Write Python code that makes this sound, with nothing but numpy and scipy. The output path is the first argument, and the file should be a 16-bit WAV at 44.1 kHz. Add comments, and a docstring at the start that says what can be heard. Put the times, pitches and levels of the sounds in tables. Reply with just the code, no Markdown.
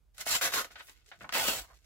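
"""At a craft table a sheet of paper is torn along a steel ruler: four short rips, a change of grip, a long pull.
Random clicks are the snapping fibres, filtered by the loose flap; single clicks are whole bundles giving way.
Dying bursts of clicks are the buckling sheet; denser clicks are it sliding under fingers and over the table.
A close pair of microphones adds scatter, room decay and table resonances; filtered noise is the room and rumble."""
import sys
import numpy as np
from scipy import signal
from scipy.fft import rfft, irfft, next_fast_len
from scipy.io import wavfile
from scipy.ndimage import uniform_filter1d

SR = 44100
rng = np.random.default_rng(int(sys.argv[2]) if len(sys.argv) > 2 else 0)


def store_pcm(level_fs):
    """Save levels as 16-bit WAV."""
    pcm = np.round(np.clip(level_fs, -1, 1) * 32767).astype(np.int16)
    wavfile.write(sys.argv[1], SR, np.atleast_2d(pcm).T)


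N = 81585

T = np.arange(N) / SR
FFT_SIZE = 2 * next_fast_len(N // 2 + SR // 10, True)
HZ = np.arange(FFT_SIZE // 2 + 1) * SR / FFT_SIZE

# Force of each rip, shared with the list of rips. Each row: time [s], level before the rip's gain [dB].
FIRST_NICK = [(0.14, -71), (0.165, -64.5), (0.185, -53), (0.205, -43), (0.212, -37.5), (0.226, -50),
              (0.245, -84)]
FIRST_RIP = [(0.256, -51), (0.272, -34.5), (0.298, -36.5), (0.313, -29), (0.335, -33.5), (0.354, -28.5),
             (0.37, -35.5), (0.385, -43), (0.408, -63)]
SECOND_RIP = [(0.413, -32.5), (0.428, -30.5), (0.455, -31), (0.477, -34.5), (0.495, -48), (0.512, -42.5)]
THIRD_RIP = [(0.519, -44), (0.531, -39.5), (0.539, -32), (0.595, -35), (0.617, -40.5), (0.63, -56.5),
             (0.652, -46.5), (0.675, -98)]
LONG_PULL = [(1.326, -33.5), (1.334, -54), (1.339, -32.5), (1.356, -32), (1.40, -31), (1.42, -33),
             (1.46, -32.5), (1.485, -26), (1.505, -32), (1.55, -37), (1.602, -41.5), (1.63, -58),
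             (1.66, -66)]
# Colour of the loose flap as it grows, shared between rips. Each row: frequency [Hz], relative density [dB per Hz].
SHORT_FLAP = [(60, -9), (350, -10.5), (650, -0.5), (1050, -6), (1500, 0.5), (2100, 2.5), (3100, 1),
              (5000, 1.5), (7400, 1), (8500, -5), (12500, -2.5), (16000, -5.5)]
GROWN_FLAP = [(60, -4), (350, 1), (520, 10.5), (850, 5), (1350, 9), (2100, 10.5), (2550, 7.5), (3900, 10),
              (5000, 8), (7300, 8.5), (8600, 0.5), (12400, 7), (16000, -1.5)]
LONG_FLAP = [(60, -20.5), (150, -8), (350, -6.5), (680, -1.5), (1100, -4.5), (2000, -3), (3000, 0.5),
             (6200, -4), (7800, -1.5), (8500, -8.5), (12000, -7.5), (16000, -3)]

FIBRES_PER_S, FULL_FORCE_DB = 3000, -31  # snapping rate at full force
RATE_FOLLOWS = 0.36  # exponent of rate against force
FIBRE_SPREAD_DB, BOOM_BELOW_HZ = 2, 780
SNAP_Q, SNAP_DULL_HZ = 1.15, 8000
CRINKLES_PER_S, CRINKLE_SPREAD_DB = 3400, 3  # tiny creases within a pop
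POP_EDGE_DB, POP_GAIN_DB = -52, -1
SWEEP_HALF_WIDTH_OCT = 0.48
FLEX_SWING_DB, FLEX_WIDTH_HZ, FLEX_S = 4, 49, 0.035  # RMS swing, smoothing over frequency and time
LEFT_LEAD_S = 0.000099
APART_ABOVE_HZ, BASS_APART = 1320, 0.15  # scatter differs between sides; share in the deep bass
SCATTER_DB, SCATTER_T60_S = 2, 0.023
ROOM_DB, ROOM_T60_S = -1.5, 0.16
TABLE_Q = 37
FLOOR_GAIN_DB = -70.5
CUTOFF_HZ = 15780


def from_db(db):
    """Decibels to gain."""
    return 10 ** (np.asarray(db) / 20)


def rms_one(x):
    """Scale to unit power."""
    return x / np.sqrt(np.mean(x ** 2) + 1e-20)


def level(curve):
    """Gain along a level curve, closing with a 1 ms time constant outside it."""
    s, db = np.transpose(curve)
    outside_s = np.maximum(s[0] - T, 0) + np.maximum(T - s[-1], 0)
    return from_db(np.interp(T, s, db)) * np.exp(-outside_s * 1000)


def swell(centre_s, length_s):
    """Gaussian rise and fall; the length is its standard deviation."""
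    return np.exp(-.5 * ((T - centre_s) / length_s) ** 2)


def gains(points):
    """Gain per frequency bin, interpolated in dB over log frequency."""
    hz, db = np.transpose(points)
    return from_db(np.interp(np.log(HZ + 1), np.log(hz), db))


def colour(x, points):
    """Minimum-phase filter with the given spectrum; white noise keeps its power."""
    cepstrum = irfft(np.log(rms_one(gains(points))))
    # fold onto positive time: causal
    cepstrum[1:FFT_SIZE // 2] *= 2
    cepstrum[FFT_SIZE // 2 + 1:] = 0
    response = np.exp(rfft(cepstrum))
    return irfft(rfft(x, FFT_SIZE) * response)[..., :N]


def low_pass(x, hz, order=2):
    """Butterworth low-pass."""
    sos = signal.butter(order, min(hz, .45 * SR), fs=SR, output="sos")
    return signal.sosfilt(sos, x + 1e-18)


def high_pass(x, hz, order=2):
    """Butterworth high-pass."""
    sos = signal.butter(order, min(hz, .4 * SR), "high", fs=SR, output="sos")
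    return signal.sosfilt(sos, x + 1e-18)


def resonance(x, hz, width_hz):
    """Two-pole resonance, gain about 1 at its peak."""
    r = np.exp(-np.pi * width_hz / SR)
    zeros = (1 - r * r) / 2 * np.array([1, 0, -1])
    poles = [1, -2 * r * np.cos(2 * np.pi * hz / SR), r * r]
    return signal.lfilter(zeros, poles, x + 1e-18)


def crackle(per_s, spread_db):
    """Random clicks of uneven size and either sign, at about unit power."""
    chance = np.clip(per_s / SR, 1e-3, 1)
    sizes = rms_one(from_db(spread_db * np.minimum(rng.exponential(1, N), 4)))
    signed = sizes * rng.choice([-1, 1], N)
    return signed * (rng.random(N) < chance) / np.sqrt(chance)


def tearing():
    """Fibres snap at random, faster and louder with force; the flap colours them and rings briefly when taut."""
    # Each row: force curve, flap colour, gain [dB], boom setting at the start [dB], at the end [dB].
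    rips = [(FIRST_NICK, SHORT_FLAP, -3.2, -0.69, 0.018), (FIRST_RIP, SHORT_FLAP, -2.54, -3.2, 1),
            (SECOND_RIP, GROWN_FLAP, -2.4, -1.4, 3.8), (THIRD_RIP, GROWN_FLAP, -1.74, -0.098, 4.4),
            (LONG_PULL, LONG_FLAP, -2.73, 0.87, 1)]
    # Taut flap. Each row: centre [s], length [s], frequency [Hz], width [Hz], gain before halving [dB].
    rings = [(0.26, 0.0057, 615, 150, 11), (0.356, 0.049, 7450, 250, 9.5), (0.329, 0.017, 4160, 400, 7),
             (0.35, 0.014, 1074, 80, 14.5), (0.357, 0.013, 3070, 130, 14), (0.465, 0.037, 1830, 900, -1),
             (0.56, 0.038, 3690, 110, 8), (0.595, 0.028, 1170, 350, 10), (1.36, 0.023, 1760, 1010, 9),
             (1.39, 0.028, 786, 242, 10.5), (1.492, 0.053, 2920, 200, 6.5), (1.574, 0.042, 7580, 400, 8)]
    torn = 0
    for curve, flap, gain_db, start_db, end_db in rips:
        force = level(curve)
        per_s = FIBRES_PER_S * (force / from_db(FULL_FORCE_DB)) ** RATE_FOLLOWS
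        fibres = crackle(per_s, FIBRE_SPREAD_DB)
        rip = colour(space(fibres * force), flap)
        boom = from_db(np.interp(T, [curve[0][0], curve[-1][0]], [start_db, end_db]))
        lows = low_pass(rip, BOOM_BELOW_HZ, order=1)
        highs = rip - lows
        torn = torn + from_db(gain_db) * (lows * boom + highs / np.sqrt(boom))
    ringing = 0
    for s, length_s, hz, width_hz, db in rings:
        ringing = ringing + resonance(torn * swell(s, length_s), hz, width_hz) * from_db(db) / 2
    return torn + ringing


def snaps():
    """A bundle of fibres gives way: one click and its scatter excite a broad resonance of the sheet."""
    # Each row: start [s], click level before filtering [dB], resonance [Hz].
    bundles = [(0.524, -8.5, 1310), (0.646, -11.5, 1450), (1.2922, -7, 1300), (1.3362, -5, 2200),
               (1.352, -1, 1910), (1.36, -7, 1110), (1.485, -2.5, 794)]
    out = 0
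    for s, db, hz in bundles:
        click = from_db(db) * (np.arange(N) == int(s * SR))
        out = out + resonance(space(click), hz, hz / SNAP_Q)
    return low_pass(out, SNAP_DULL_HZ)


def pops():
    """The sheet buckles or is tapped: a sudden, quickly dying crumple with a faint crisp edge."""
    # Each row: start [s], level before gain and filters [dB], thin below [Hz], dull above [Hz], crumple T60 [s].
    buckles = [(0.181, -38, 900, 11800, 0.012), (0.266, -31, 500, 1690, 0.021),
               (0.411, -32, 820, 2670, 0.078), (0.536, -27.5, 606, 4930, 0.031),
               (0.611, -31, 890, 1650, 0.0047), (0.704, -56, 249, 3400, 0.16),
               (0.756, -46, 530, 4050, 0.089), (0.806, -41.5, 540, 3420, 0.019),
               (1.061, -60, 1470, 8800, 0.059), (1.115, -46.5, 566, 3500, 0.092),
               (1.207, -46.5, 380, 2650, 0.087), (1.243, -43.5, 520, 2400, 0.043),
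               (1.323, -32.5, 500, 5060, 0.027)]
    # Each row: frequency [Hz], relative gain [dB].
    pop_colour = [(60, 5.5), (350, -3.5), (680, 4), (1000, -5), (1500, 5), (2500, 0)]
    out = 0
    for s, db, thin_hz, dull_hz, t60_s in buckles:
        dying = (T >= s) * from_db(-60 * np.clip((T - s) / t60_s, 0, 2))
        burst = space(crackle(CRINKLES_PER_S, CRINKLE_SPREAD_DB) * dying)
        edged = low_pass(burst, dull_hz, order=4) + from_db(POP_EDGE_DB) * burst
        pop = rms_one(edged) * np.sqrt(2 * np.mean(dying ** 2))
        out = out + from_db(db + POP_GAIN_DB) * high_pass(pop, thin_hz)
    return colour(out, pop_colour)


def handling():
    """Friction as fine clicks under the fingers; band-passed swells as hand and flap brush the table."""
    # Finger friction. Each row: time [s], level [dB].
    slide = [(.66, -108), (.72, -59), (.745, -74), (.80, -64), (.86, -73), (.89, -57.5), (.915, -71),
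             (.96, -75.5), (1.03, -83), (1.055, -79), (1.08, -65.5), (1.13, -74.5), (1.18, -77.5),
             (1.22, -60), (1.27, -77), (1.66, -72), (1.77, -73), (1.82, -81), (1.85, -70)]
    # Each row: frequency [Hz], relative density [dB per Hz].
    slide_colour = [(100, -14), (450, 0), (1100, -15.5), (1600, -2), (2800, -1), (5000, -1), (7500, -2),
                    (9000, -10.5), (12500, -8.5), (16000, -13)]
    # Brushes. Each row: centre [s], length [s], level before filtering [dB], band centre [Hz].
    sweeps = [(0.797, 0.014, -51, 2100), (0.869, 0.033, -59.5, 12100), (0.892, 0.0082, -54.5, 1810),
              (0.958, 0.047, -71.5, 2500), (1.23, 0.031, -58, 160), (1.254, 0.017, -55, 780),
              (1.642, 0.008, -61.5, 1100), (1.71, 0.017, -59, 970)]
    out = colour(space(level(slide) * crackle(per_s=5600, spread_db=8.5)), slide_colour)
    grain = crackle(per_s=1300, spread_db=4.5)
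    edge = 2 ** SWEEP_HALF_WIDTH_OCT
    for s, length_s, db, hz in sweeps:
        brush = space(grain * from_db(db) * swell(s, length_s))
        band = high_pass(low_pass(brush, hz * edge, order=3), hz / edge)
        out = out + band * np.sqrt(SR / 2 / (hz * edge))  # offset the low-pass loss
    return out


def flex(x):
    """The sheet bends, so narrow resonances come and go, partly differently toward each microphone."""
    hz, s, frames = signal.stft(x, SR, nperseg=1024, noverlap=768)
    field = rng.standard_normal((3,) + frames.shape[1:])
    for axis, steps in ((1, FLEX_WIDTH_HZ / hz[1]), (2, FLEX_S / s[1])):
        kernel = np.exp(-2 * (np.arange(-40, 41) / steps) ** 2)
        kernel = np.expand_dims(kernel, (0, 3 - axis))
        field = signal.fftconvolve(field, kernel, "same", axes=axis)
    gain = from_db(FLEX_SWING_DB * rms_one(field[:2] + field[2]))  # own part plus shared part
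    gain /= np.sqrt(uniform_filter1d(gain ** 2, size=25, axis=1))  # keep the broad balance
    return signal.istft(frames * gain, SR, nperseg=1024, noverlap=768)[1][:, :N]


def linger(power, t60_s):
    """Energy dying away exponentially."""
    keep = from_db(-60 / (t60_s * SR)) ** 2
    return signal.lfilter([0, 1 - keep], [1, -keep], power + 1e-18)


def space(x):
    """Sound reaches the left microphone first; noise-like echoes are mostly alike on both sides in the bass."""
    hz = np.arange(N + 1) * SR / (2 * N)
    delay = np.exp(-2j * np.pi * hz * LEFT_LEAD_S)
    direct = np.array([x, irfft(rfft(x, 2 * N) * delay)[:N]])
    apart = np.clip(BASS_APART + (hz / APART_ABOVE_HZ) ** 2 / 2, 0, 1)
    white = rfft(rng.standard_normal((3, 2 * N)))
    cloud = irfft(np.sqrt(1 - apart) * white[2] + np.sqrt(apart) * white[:2])[:, :N]
    scatter = from_db(SCATTER_DB) ** 2 * linger(x ** 2, SCATTER_T60_S)
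    room = from_db(ROOM_DB) ** 2 * linger(x ** 2, ROOM_T60_S)
    return direct + cloud * np.sqrt(scatter + room)


def table_echoes(x, peaks):
    """Table reflections favour a few fixed frequencies, added as narrow resonances."""
    return x + sum((from_db(db) - 1) * resonance(x, hz, hz / TABLE_Q) for hz, db in peaks)


def background():
    """Low room hum and faint hiss, partly shared by both sides, with the table's rumble: all filtered noise."""
    # Each row: frequency [Hz], relative density [dB per Hz].
    floor_colour = [(30, -47), (43, 2), (56, 3), (75, -10), (110, -13.5), (200, -28), (500, -31),
                    (2000, -39.5), (16000, -48)]
    # Table under the hands. Each row: time [s], level [dB].
    rumble = [(0, -72.5), (1.1, -85), (1.25, -83), (1.56, -51), (1.85, -74)]
    # Each row: frequency [Hz], relative gain [dB].
    rumble_colour = [(25, -25), (52, 3.5), (90, -19.5), (150, -17), (400, -49)]
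    white = rng.standard_normal((4, N))
    floor = from_db(FLOOR_GAIN_DB) * colour(white[0] + 1.14 * white[1:3], floor_colour)
    return floor + level(rumble) * colour(white[3], rumble_colour)


def scene():
    """Tearing and rubbing pass the bending sheet; pops and snaps stay crisp; the background skips the table."""
    # Table reflections toward each microphone. Each row: frequency [Hz], peak gain [dB].
    left_peaks = [(1275, 7.5), (1475, 11), (2150, 3.5), (3830, 3)]
    right_peaks = [(690, 8.1), (965, 4.7), (1085, 4.8), (1900, 1.33), (4330, 2.8)]
    left, right = flex(tearing() + handling()) + pops() + snaps()
    paper = np.array([table_echoes(left, left_peaks), table_echoes(right, right_peaks)])
    return paper + background()


def record(dry):
    """Each microphone has its own colour; a steep low-pass cuts the top."""
    # Each row: frequency [Hz], left minus right [dB].
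    balance = [(50, -5.5), (130, -1.5), (300, 1), (800, -2), (1900, -1.5), (2700, 2.5), (6200, -3.5),
               (8400, 0.5), (16000, -1)]
    tilt = np.sqrt(gains(balance))  # half the difference to each side
    top = 1 / np.sqrt(1 + (HZ / CUTOFF_HZ) ** 300)
    return irfft(rfft(dry, FFT_SIZE) * np.array([tilt, 1 / tilt]) * top)[:, :N]


dry = scene()
out = record(dry)
store_pcm(out)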